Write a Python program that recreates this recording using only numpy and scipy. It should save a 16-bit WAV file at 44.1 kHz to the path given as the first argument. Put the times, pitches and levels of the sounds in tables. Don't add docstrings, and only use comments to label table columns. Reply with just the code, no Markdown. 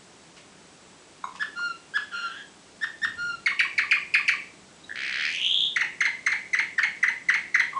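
import sys
import numpy as np
from scipy import signal
from scipy.fft import rfft, irfft
from scipy.io import wavfile

SR = 44100
rng = np.random.default_rng(int(sys.argv[2]) if len(sys.argv) > 2 else 0)


def digitize_waveform(pressure):
    field = np.atleast_2d(pressure).T
    bounded = np.clip(field, -1, 1)
    quanta = np.round(bounded * 32767).astype(np.int16)
    wavfile.write(sys.argv[1], SR, quanta)


N = 343539


def amp(db):
    return 10 ** (np.asarray(db) / 20)


def unit(x):
    return x / np.sqrt(np.mean(x ** 2) + 1e-20)


def read(points, hz):
    f, value = np.transpose(points)
    return np.interp(np.log(hz + 1), np.log(f + 1), value)


def add(mix, start_s, sound):
    part = mix[round(start_s * SR):][:len(sound)]
    part += sound[:len(part)]


def play(table, note):
    out = np.zeros(N)
    for start_s, *settings in table:
        add(out, start_s, note(*settings))
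    return out


def wander(count, hz):
    padded = count + SR // 10
    f = np.fft.rfftfreq(padded, 1 / SR)
    spectrum = rfft(rng.standard_normal(padded)) * np.exp(-(f / hz) ** 2)
    return unit(irfft(spectrum))[:count]


def shaped_noise(points):
    f = np.fft.rfftfreq(N, 1 / SR)
    return unit(irfft(rfft(rng.standard_normal(N)) * amp(read(points, f)), N))


def gate(t, rise, fall):
    opening = np.sin(np.pi / 2 * np.clip(t / rise, 0, 1)) ** 2
    closing = np.sin(np.pi / 2 * np.clip((t[-1] - t) / fall, 0, 1)) ** 2
    return opening * closing


# (pitch_hz, level_db)
HISS_SPECTRUM = [(15, -59), (25, -25), (92, -9), (118, -12), (137, -7.5), (186, -1.5), (221, -5.5),
                 (284, -4), (394, -4.5), (470, -8), (879, -10), (1450, -12.5), (1640, -13.5), (7780, -18),
                 (10000, -24.5), (13000, -57), (22000, -120)]
HISS_DB = -52


def background(whine_hz=7860, whine_db=-69, rumble_db=-54):
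    t = np.arange(N) / SR
    hiss = shaped_noise(HISS_SPECTRUM)
    whine = unit(wander(N, 45) * np.sin(2 * np.pi * whine_hz * t))
    rumble = shaped_noise([(20, -20.5), (60, -12.5), (150, -5), (260, -9), (600, -45), (2000, -73.5)])
    swell = np.interp(t, [2.98, 3.1, 3.22, 3.5], [0, 1, 0.93, 0.24])
    return amp(HISS_DB) * hiss + amp(whine_db) * whine + amp(rumble_db) * swell * rumble


# (start_s, level_db)
RUSTLES = [(.355, -51), (1.335, -48.5)]


def feather_rustles():
    out, t = np.zeros(N), np.arange(0, .08, 1 / SR)
    band = signal.butter(2, [900, 5500], "band", fs=SR, output="sos")
    for start_s, level_db in RUSTLES:
        feathers = unit(signal.sosfilt(band, rng.standard_normal(len(t))))
        flutter = amp(3.2 * wander(len(t), 150))
        add(out, start_s, amp(level_db) * gate(t, 0.023, 0.087) * feathers * flutter)
    return out


# (pitch_hz, level_db, t60_s)
WOOD_MODES = [(863, -4, 0.015), (1040, 3.5, 0.023), (1320, 10, 0.0081), (2180, -14, 0.016),
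              (3800, -14, 0.018), (6610, -27.5, 0.055)]


def perch_knock(knock_db=-14):
    out, t = np.zeros(N), np.arange(0, .08, 1 / SR)
    ring = sum(amp(db - 60 * t / t60) * np.sin(2 * np.pi * hz * t) for hz, db, t60 in WOOD_MODES)
    add(out, 1.2395, amp(knock_db) * gate(t, 0.0041, .01) * ring)
    return out


def syrinx(hz, tone_db, jitter, jitter_hz=500):
    phase = 2 * np.pi * np.cumsum(hz * (1 + jitter * wander(len(hz), jitter_hz))) / SR
    return sum(amp(db) * np.sin((k + 1) * phase) for k, db in enumerate(tone_db))


def soft_note(length, hz, db, bend=0.12):
    t = np.arange(0, length, 1 / SR)
    arch = 1 + bend * (np.sin(np.pi * t / length) - .7)
    return amp(db) * gate(t, length / 2, length / 2) * syrinx(hz * arch, [0, -26, -30], 0.04)


# (start_s, length_s, pitch_hz, level_db)
SOFT_NOTES = [(1.351, 0.0063, 1036, -32.5), (1.591, 0.0066, 1030, -31), (4.834, 0.021, 3750, -44),
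              (7.726, 0.018, 1093, -32.5), (7.742, 0.06, 1060, -25)]


def soft_notes():
    return play(SOFT_NOTES, soft_note)


CHIRP_TONE = [-3, -18, -22, -33, -36.5]


def chirp(length, top_hz, db, drop=0.0105, climb=0.093, end_hz=1050):
    t = np.arange(0, length, 1 / SR)
    pressure = np.sin(np.pi / 2 * np.clip(t / (length - drop) * 1.017, 0, 1))
    fall = np.clip((t - length + drop) / drop, 0, 1) ** 1.96
    hz = top_hz * (1 - climb * (1 - pressure)) * (1 - fall) + end_hz * fall
    swell = 0.22 + 0.65 * pressure ** 3
    return amp(db) * swell * gate(t, 0.0018, 0.0029) * syrinx(hz, CHIRP_TONE, 0.023)


# (start_s, length_s, top_pitch_hz, level_db)
CHIRPS = [(1.396, 0.034, 1769, -18.5), (1.937, 0.041, 1696, -16), (2.811, 0.036, 1820, -18.5),
          (3.017, 0.037, 1860, -15.5)]


def chirps():
    return play(CHIRPS, chirp)


WHISTLE_TONE = [-2, -18.5, -18.5, -27.5, -32, -41]
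WHISTLE_RISE_S, WHISTLE_FALL_S = 0.039, 0.079
WHISTLE_ARCH = 0.015
WHISTLE_SAG = 0.059


def whistle(length, hz, db):
    t = np.arange(0, length, 1 / SR)
    arch = WHISTLE_ARCH * (np.sin(np.pi * t / length) - 1)
    bend = 1 + arch - WHISTLE_SAG * (t / length) ** 3
    tone = syrinx(hz * bend, WHISTLE_TONE, jitter=.008, jitter_hz=250)
    return amp(db) * gate(t, WHISTLE_RISE_S, WHISTLE_FALL_S) * tone


# (start_s, length_s, pitch_hz, level_db)
WHISTLES = [(1.548, 0.21, 1418, -27), (2.115, 0.21, 1409, -26.5), (3.165, 0.22, 1427, -27)]


def whistles():
    return play(WHISTLES, whistle)


# (time_s, pitch_hz, level_db)
RASP_COURSE = [(2.11, 1522, -51), (2.135, 1456, -49.5), (2.22, 1530, -54), (2.38, 1637, -53),
               (2.43, 1638, -57)]
RASP_TONE = [9, 2, -15, -14]


def rasp(gain_db=3.5):
    out = np.zeros(N)
    s, hz, db = np.transpose(RASP_COURSE)
    t = np.arange(s[0], s[-1], 1 / SR)
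    tone = syrinx(np.interp(t, s, hz), RASP_TONE, jitter=0.0683, jitter_hz=496)
    level = amp(np.interp(t, s, db) + gain_db)
    add(out, s[0], level * gate(t - s[0], 0.014, 0.0095) * tone)
    return out


# (pitch_hz, level_db)
THROAT = [(2600, 15.5), (3300, 0), (3950, -4.5), (4450, 5), (5100, -3), (5500, -1.5), (6150, 3.5),
          (7200, -4.5), (9200, 4.5)]


def beak(hz, tone_db, jitter, grain_db=3, grain_hz=450):
    phase = 2 * np.pi * np.cumsum(hz * (1 + jitter * wander(len(hz), 720))) / SR
    tone = amp(tone_db[0]) * np.sin(phase)
    for k, db in enumerate(tone_db[1:], 2):
        grain = grain_db * wander(len(hz), grain_hz)
        tone += amp(db + read(THROAT, k * hz) + grain) * np.sin(k * phase)
    return tone


def brighten(tone_db, db):
    return [tone_db[0], *(np.array(tone_db[1:]) + db)]


SLIDE_FADE_DB = -2.5


def slur(tone_db, rise, hold, fall, entry_hz, shoulder_hz, end_hz, db, swell_db=0.5):
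    t = np.arange(0, hold + fall, 1 / SR)
    settle = np.clip(1 - t / hold, 0, 1) ** 2.1
    slide = np.clip((t - hold) / fall, 0, 1) ** 1.182
    hz = shoulder_hz + (entry_hz - shoulder_hz) * settle + (end_hz - shoulder_hz) * slide
    level_db = db + swell_db * (1 - settle) + SLIDE_FADE_DB * slide
    return amp(level_db) * gate(t, rise, 0.0062) * beak(hz, tone_db, 0.037)


# (start_s, entry_hz, shoulder_hz, level_db, overtone_boost_db)
SLURS = [(3.4598, 2210, 2203, -15, 0.5), (3.5923, 2920, 2237, -13.5, 0.5), (3.779, 2454, 2155, -14.5, 0.5),
         (3.9106, 2890, 2296, -12.5, -1), (4.139, 2640, 2292, -12.5, 0), (4.2793, 2887, 2285, -13.5, 2)]
SLUR_TONE = [-2.5, -19, -27, -37, -42.5]
SLUR_RISE_S, SLUR_HOLD_S, SLUR_FALL_S, SLUR_END_HZ = 0.0012, .0075, 0.01282, 1040
CLOSE_LENGTH_S = .02
CLOSE_SLUR_S, CLOSE_SLUR_HZ, CLOSE_SLUR_DB = .052, 1125, -31


def single_slurs():
    out = np.zeros(N)
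    for start_s, entry_hz, shoulder_hz, db, boost_db in SLURS:
        tone = brighten(SLUR_TONE, boost_db)
        add(out, start_s, slur(tone, SLUR_RISE_S, SLUR_HOLD_S, SLUR_FALL_S,
                               entry_hz, shoulder_hz, SLUR_END_HZ, db))
        add(out, start_s + CLOSE_SLUR_S, soft_note(CLOSE_LENGTH_S, CLOSE_SLUR_HZ, CLOSE_SLUR_DB))
    return out


TRILL_TONE = [0, -8.5, -23]
FLICK_FLOOR_HZ, FLICK_CEILING_HZ = 1507, 3780


def trill_note(db, hz, octaves, boost_db, length=.0068):
    t = np.arange(0, length, 1 / SR)
    glide = np.clip(hz * 2 ** (octaves * (t / length - .5)), FLICK_FLOOR_HZ, FLICK_CEILING_HZ)
    tone = beak(glide, brighten(TRILL_TONE, boost_db), 0.012)
    return amp(db) * gate(t, length / 2, length / 2) * tone


# (middle_s, level_db, middle_pitch_hz)
LEAD_IN = [(4.897, -28.5, 1697), (4.915, -25, 1736)]
# (time_s, rate_notes_per_s)
TRILL_RATE = [(4.9585, 51.9), (4.9897, 69.4), (5.1467, 62.2), (5.1982, 84.0), (5.2238, 67.9),
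              (5.3306, 90.4), (5.4304, 60.6), (5.675, 66.1)]
# (time_s, middle_pitch_hz, level_db)
TRILL_COURSE = [(4.975, 1900, -32), (5.069, 2100, -32), (5.123, 1940, -32), (5.249, 1940, -30.5),
                (5.355, 2714, -33), (5.425, 3100, -25), (5.557, 3460, -23.5), (5.67, 3490, -24)]
TRILL_GAIN_DB, TRILL_UNEVEN_DB = 7.5, 2.1
TRILL_UNEVEN_PITCH = 0.0045
FLICK_LOW_OCT, FLICK_HIGH_OCT, FLICK_LEAD_OCT = 1.72, 0.57, 0.36


def trill(high_boost_db=-18, lead_boost_db=-14):
    out = np.zeros(N)
    when, rate = np.transpose(TRILL_RATE)
    t = np.arange(when[0], when[-1], 1 / SR)
    beats = np.cumsum(np.interp(t, when, rate)) / SR
    times = np.interp(np.arange(int(beats[-1]) + 1), beats, t)

    s, hz, db = np.transpose(TRILL_COURSE)
    uneven_level, uneven_pitch = rng.standard_normal((len(times), 2)).T
    levels = np.interp(times, s, db) + TRILL_GAIN_DB + TRILL_UNEVEN_DB * uneven_level
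    pitches = np.interp(times, s, hz) * (1 + TRILL_UNEVEN_PITCH * uneven_pitch)
    high = np.clip((pitches - 2450) / 850, 0, 1)
    sweeps = FLICK_LOW_OCT + (FLICK_HIGH_OCT - FLICK_LOW_OCT) * high

    ticks = [(*row, FLICK_LEAD_OCT, lead_boost_db) for row in LEAD_IN]
    flicks = zip(times, levels, pitches, sweeps, high_boost_db * high)
    for middle_s, *settings in [*ticks, *flicks]:
        note = trill_note(*settings)
        add(out, middle_s - len(note) / SR / 2, note)
    return out


# (start_s, time_to_shoulder_s, shoulder_hz, level_db, overtone_boost_db, gap_s, second_level_db)
DOUBLES = [(5.759, 0.0075, 2045, -15, 0, 0.048, -15), (6.004, 0.0089, 2025, -14, -0.5, 0.047, -14),
           (6.2616, .0072, 2048, -13, 0, 0.055, -14.5), (6.53, 0.015, 1956, -16.5, -1.5, 0.056, -13.5),
           (6.779, 0.01, 1782, -14, -2.5, 0.05, -13.5), (7.027, .0095, 1952, -12, -6, .051, -16),
           (7.285, 0.012, 1900, -12, -4, 0.053, -14), (7.542, 0.0094, 2007, -11.5, -5.5, 0.052, -12)]
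DOUBLE_TONE = [-2, -21, -22, -30.5, -45]
ENTRY_RATIO = 1.154
DOUBLE_RISE_S, FIRST_FALL_S, DOUBLE_END_HZ = 0.0052, 0.0095, 944
SECOND_HZ, SECOND_HOLD_S, SECOND_FALL_S, SECOND_BOOST_DB = 2053, 0.0085, 0.00802, -0.5
CLOSE_DOUBLE_S, CLOSE_DOUBLE_HZ, CLOSE_DOUBLE_DB = .066, 957, -37.5


def double_slurs():
    out = np.zeros(N)
    second_tone = brighten(SLUR_TONE, SECOND_BOOST_DB)
    for start_s, hold, hz, db, boost_db, gap_s, second_db in DOUBLES:
        first = slur(brighten(DOUBLE_TONE, boost_db), DOUBLE_RISE_S, hold, FIRST_FALL_S,
                     hz * ENTRY_RATIO, hz, DOUBLE_END_HZ, db)
        second = slur(second_tone, DOUBLE_RISE_S, SECOND_HOLD_S, SECOND_FALL_S,
                      SECOND_HZ * ENTRY_RATIO, SECOND_HZ, DOUBLE_END_HZ, second_db)
        close = soft_note(CLOSE_LENGTH_S, CLOSE_DOUBLE_HZ, CLOSE_DOUBLE_DB, bend=-0.24)
        add(out, start_s, first)
        add(out, start_s + gap_s, second)
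        add(out, start_s + CLOSE_DOUBLE_S, close)
    return out


# (delay_s, share)
ECHOES = [(.0014, 0.02), (.0082, 0.067), (.0100, 0.16), (0.0111, 0.39), (0.0167, 0.094), (0.0241, 0.074),
          (0.0248, 0.03), (0.0333, .24), (.0425, 0.084), (0.051, 0.14), (0.073, 0.086)]
# (pitch_hz, t60_s)
ROOM_T60 = [(900, 0.37), (2300, 0.39), (4000, 0.37), (6500, 0.75), (10000, 0.15)]
# (pitch_hz, level_db)
ROOM_COLOUR = [(800, 3), (1400, -10), (2200, 5.5), (3400, 4), (6000, -12.5), (10000, 2)]


def room(x, tail_db=-4.0, build=0.0066):
    hz, t, bands = signal.stft(rng.standard_normal(SR), SR, nperseg=256)
    bands = bands * amp(-60 * t / read(ROOM_T60, hz)[:, None])
    tail = signal.istft(bands, SR, nperseg=256)[1][:SR] * gate(np.arange(SR) / SR, build, 0.16)
    colour = amp(read(ROOM_COLOUR, np.fft.rfftfreq(SR, 1 / SR)))
    response = amp(tail_db) * irfft(rfft(tail / np.linalg.norm(tail)) * colour)
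    for delay_s, share in ECHOES:
        response[round(delay_s * SR)] += share
    return x + signal.fftconvolve(x, response)[:N]


def scene():
    movements = feather_rustles() + perch_knock()
    song = soft_notes() + chirps() + whistles() + rasp() + single_slurs() + trill() + double_slurs()
    return (room(movements + song) + background())[None]


EDGE_HZ = 10100


def record(dry):
    low_pass = signal.firwin(511, EDGE_HZ, window=("kaiser", 9), fs=SR)
    return signal.oaconvolve(dry, low_pass[None], "same")


dry = scene()
out = record(dry)
digitize_waveform(out)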